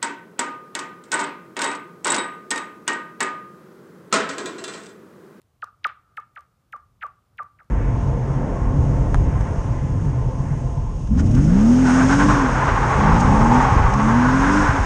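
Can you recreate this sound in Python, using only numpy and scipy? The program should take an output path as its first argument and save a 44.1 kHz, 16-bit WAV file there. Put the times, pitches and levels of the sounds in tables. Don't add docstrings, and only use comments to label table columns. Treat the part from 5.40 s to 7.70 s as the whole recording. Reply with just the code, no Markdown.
import sys
import numpy as np
from scipy import signal
from scipy.fft import rfft, irfft, next_fast_len
from scipy.io import wavfile

SR = 44100
rng = np.random.default_rng(int(sys.argv[2]) if len(sys.argv) > 2 else 0)


def volts_from_decibels(level):
    exponent = np.asarray(level, float) / 20
    return 10 ** exponent


def unload_audio(sound):
    columns = np.transpose(np.atleast_2d(sound))
    steps = np.round(np.clip(columns, -1, 1) * 32767)
    wavfile.write(sys.argv[1], SR, steps.astype(np.int16))


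N = 101430


def unit(x):
    return x / np.sqrt(np.mean(x ** 2) + 1e-20)


def peak(x):
    return x / np.abs(x).max()


def along(points, hz):
    f, v = np.transpose(points)
    return np.interp(np.log(hz + 1), np.log(f + 1), v)


def filtered(x, response):
    m = next_fast_len(len(x) + SR // 2)
    return irfft(rfft(x, m) * response(np.fft.rfftfreq(m, 1 / SR)), m)[:len(x)]


def band(centre_hz, width_hz):
    return lambda f: 1j * f * width_hz / (centre_hz ** 2 - f * f + 1j * f * width_hz)


def add(track, s, x):
    part = track[round(s * SR):][:len(x)]
    part += x[:len(part)]


def stone():
    # airborne click in seconds, strength in dB, click in dB, contact time in ms, ring exponent from 0 to 2.
    contacts = [(0.2434, -27, -46.5, 0.69, 0.95), (0.4577, -59, -84, 0.23, 0.96),
                (0.4675, -42.5, -79, .3, 0.73), (0.4697, -18.5, -42.5, .2, 1.13), (.800, -32, -76, .4, 1.1),
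                (0.8023, -36, -61.5, 0.27, 0.92), (.993, -38, -65, 0.39, 0.98),
                (1.0084, -43.5, -60, 0.23, 1.05), (1.3636, -33, -62, 0.34, 1.57),
                (1.3673, -44.5, -67, 0.44, 1.3), (1.651, -42.5, -82, 0.33, 1.22),
                (1.6587, -36.5, -74, 0.39, 1), (1.6666, -28.5, -58.5, .3, 1.25),
                (2.026, -31.5, -65, 0.3, 1.68), (2.0326, -34.5, -60, 0.42, 1.07),
                (2.232, -51.5, -71, 0.43, .25), (2.2449, -49, -71, 0.47, .15)]
    # time in seconds, distance in metres.
    path = [(.24, 11.2), (.47, 12.5), (.8, 14.5), (1, 15.9), (1.36, 17.8), (1.66, 18.8), (2.03, 20.4),
            (2.24, 20.7)]
    same_skip_s = 0.06
    out, last, echo = np.zeros(N), -1, None
    for s, db, click_db, touch_ms, ring in contacts:
        if s - last > same_skip_s:
            echo = answer()
        last = s
        metres = np.interp(s, *np.transpose(path))
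        flight, chirp, click = contact(metres, click_db, touch_ms, ring)
        blow = volts_from_decibels(db + 2) * chirp + volts_from_decibels(16.5) * click
        add(out, s - flight, blow)
        add(out, s - flight, signal.fftconvolve(blow[:2 ** 12], echo))
    return out


def contact(metres, click_db, touch_ms, ring):
    # frequency in Hz, level in dB.
    shore = [(250, -33), (400, -17), (550, -7), (900, 2.5), (1300, -9), (2500, -43.5)]
    # frequency in Hz, level in dB.
    click_colour = [(400, -9), (2000, -11.5), (6000, -0.5), (10000, -8.5), (15000, -10.5)]
    sound_m_s, ear_m = 331, 2.37
    match_hz, bend_power = 1145, 0.676
    span = 2 ** 15
    hz, t = np.fft.rfftfreq(span, 1 / SR) + 1e-3, np.arange(span) / SR
    k_air = 2 * np.pi * hz / sound_m_s
    slow = (match_hz / hz) ** bend_power
    flight = np.hypot(metres, ear_m) / sound_m_s

    u = hz * touch_ms / 1000
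    force = np.sinc(u - 0.5) + np.sinc(u + 0.5) + 0.08j * u / (1 + u * u)
    force = force / (1 + (hz / 2500) ** 2) ** 0.6

    travel = volts_from_decibels(-0.22 * metres * hz / 1000) * np.exp(-1j * k_air * slow * metres)
    wave = force * travel

    steep = np.sqrt(1 - slow ** 2 - 0.002j)
    leak = peak(irfft(wave * np.exp(-1j * k_air * ear_m * steep) / steep ** ring))
    cut_s = 0.00013
    leak = leak / (1 + np.exp(np.clip((t - flight) / cut_s, -50, 50)))

    under = peak(irfft(wave * volts_from_decibels(along(shore, hz)) * np.exp(-2j * np.pi * hz * 0.009)))
    under_db = -13 + 0.4 * (metres - 14)

    thud = volts_from_decibels(click_db + 42) * abs(band(4000, 4000)(hz)) ** 2
    click = peak(irfft((volts_from_decibels(along(click_colour, hz)) + thud) * np.exp(-2j * np.pi * hz * flight)))
    return flight, leak + volts_from_decibels(under_db) * under, volts_from_decibels(click_db) * click


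def answer():
    # frequency in Hz, time to fall 60 dB in seconds.
    banks_t60 = [(400, .25), (900, .35), (1200, 0.34), (1600, 0.26), (4000, .28), (10000, 0.11)]
    # centre in Hz, width in Hz, level in dB.
    singing = [(1210, 220, -42), (720, 200, -32.5)]
    banks = volts_from_decibels(-18) * tail(lambda hz: along(banks_t60, hz), slope=0.9)
    haze = tail(lambda hz: 2.58 + 0 * hz, slope=0)
    far = sum(volts_from_decibels(db) * filtered(haze, band(hz, width)) for hz, width, db in singing)
    return banks + volts_from_decibels(7.5) * far


def tail(t60, slope):
    delay_s, rise_s = 0.002, 0.0044
    slope_s, slope_spread_s = 0.044, 0.014
    hz, t, z = signal.stft(rng.standard_normal(SR), SR, nperseg=256)
    x = signal.istft(z * volts_from_decibels(-60 * t / t60(hz)[:, None]), SR, nperseg=256)[1]
    t = np.arange(len(x)) / SR
    rise = 1 - np.exp(-t / rise_s)
    copy = slope * np.exp(-((t - slope_s) / slope_spread_s) ** 2)
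    x = x * (rise + copy)
    return np.pad(x / np.linalg.norm(x), (round(delay_s * SR), 0))


def cracks():
    crack_s = [.017, .768, .953, 1.323, 1.634, 1.973]
    # level in dB, length in seconds.
    splinters = [
        (-53, 0.0014),
        (-56.5, 0.011),
        (-63.5, 0.0079),
        (-57, 0.00574),
        (-56.5, .004),
        (-61, 0.0031),
    ]
    # frequency in Hz, level in dB.
    colour = [(2000, -5), (5000, -6.5), (10000, -6), (15000, -7)]
    out = np.zeros(N)
    t = np.arange(SR // 40) / SR
    for s, (db, length) in zip(crack_s, splinters):
        burst = rng.standard_normal(len(t)) * np.exp(-(t / length) ** 2)
        add(out, s, volts_from_decibels(db + 4) * burst)
    return filtered(out, lambda hz: volts_from_decibels(along(colour, hz)))


def air():
    # frequency in Hz, level in dB per Hz.
    colour = [(20, -39.5), (45, -9.5), (75, -4.5), (120, -5.5), (260, -23), (700, -27), (1800, -36.5),
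              (15300, -45.5)]
    # time in seconds, level in dB.
    swelling = [
        (0.0, -66.5),
        (1.3, -66),
        (1.43, -61.5),
        (1.86, -65.5),
        (2.06, -60),
        (2.3, -64),
    ]
    # centre in Hz, width in Hz, level in dB.
    murmur = [(1100, 360, -84)]
    s, level_db = np.transpose(swelling)
    swell = volts_from_decibels(np.interp(np.arange(N) / SR, s, level_db - level_db.mean()))
    bed = volts_from_decibels(-64) * unit(filtered(rng.standard_normal(N), lambda hz: volts_from_decibels(along(colour, hz))))
    rumble = filtered(bed, lambda hz: 1 / (1 + (hz / 250) ** 4))
    hiss = bed - rumble
    out = hiss + swell * rumble
    for centre_hz, width_hz, db in murmur:
        resonance = band(centre_hz, width_hz)
        out = out + volts_from_decibels(db) * unit(filtered(rng.standard_normal(N), lambda f: resonance(f) ** 2))
    return out


def scene():
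    return (stone() + cracks() + air())[None]


def roll_off(x):
    return signal.sosfilt(signal.butter(12, 15820, fs=SR, output="sos"), x)


def record(dry):
    heard = filtered(dry[0], lambda hz: hz < 15400)
    return roll_off(heard[None])


dry = scene()
out = record(dry)
unload_audio(out)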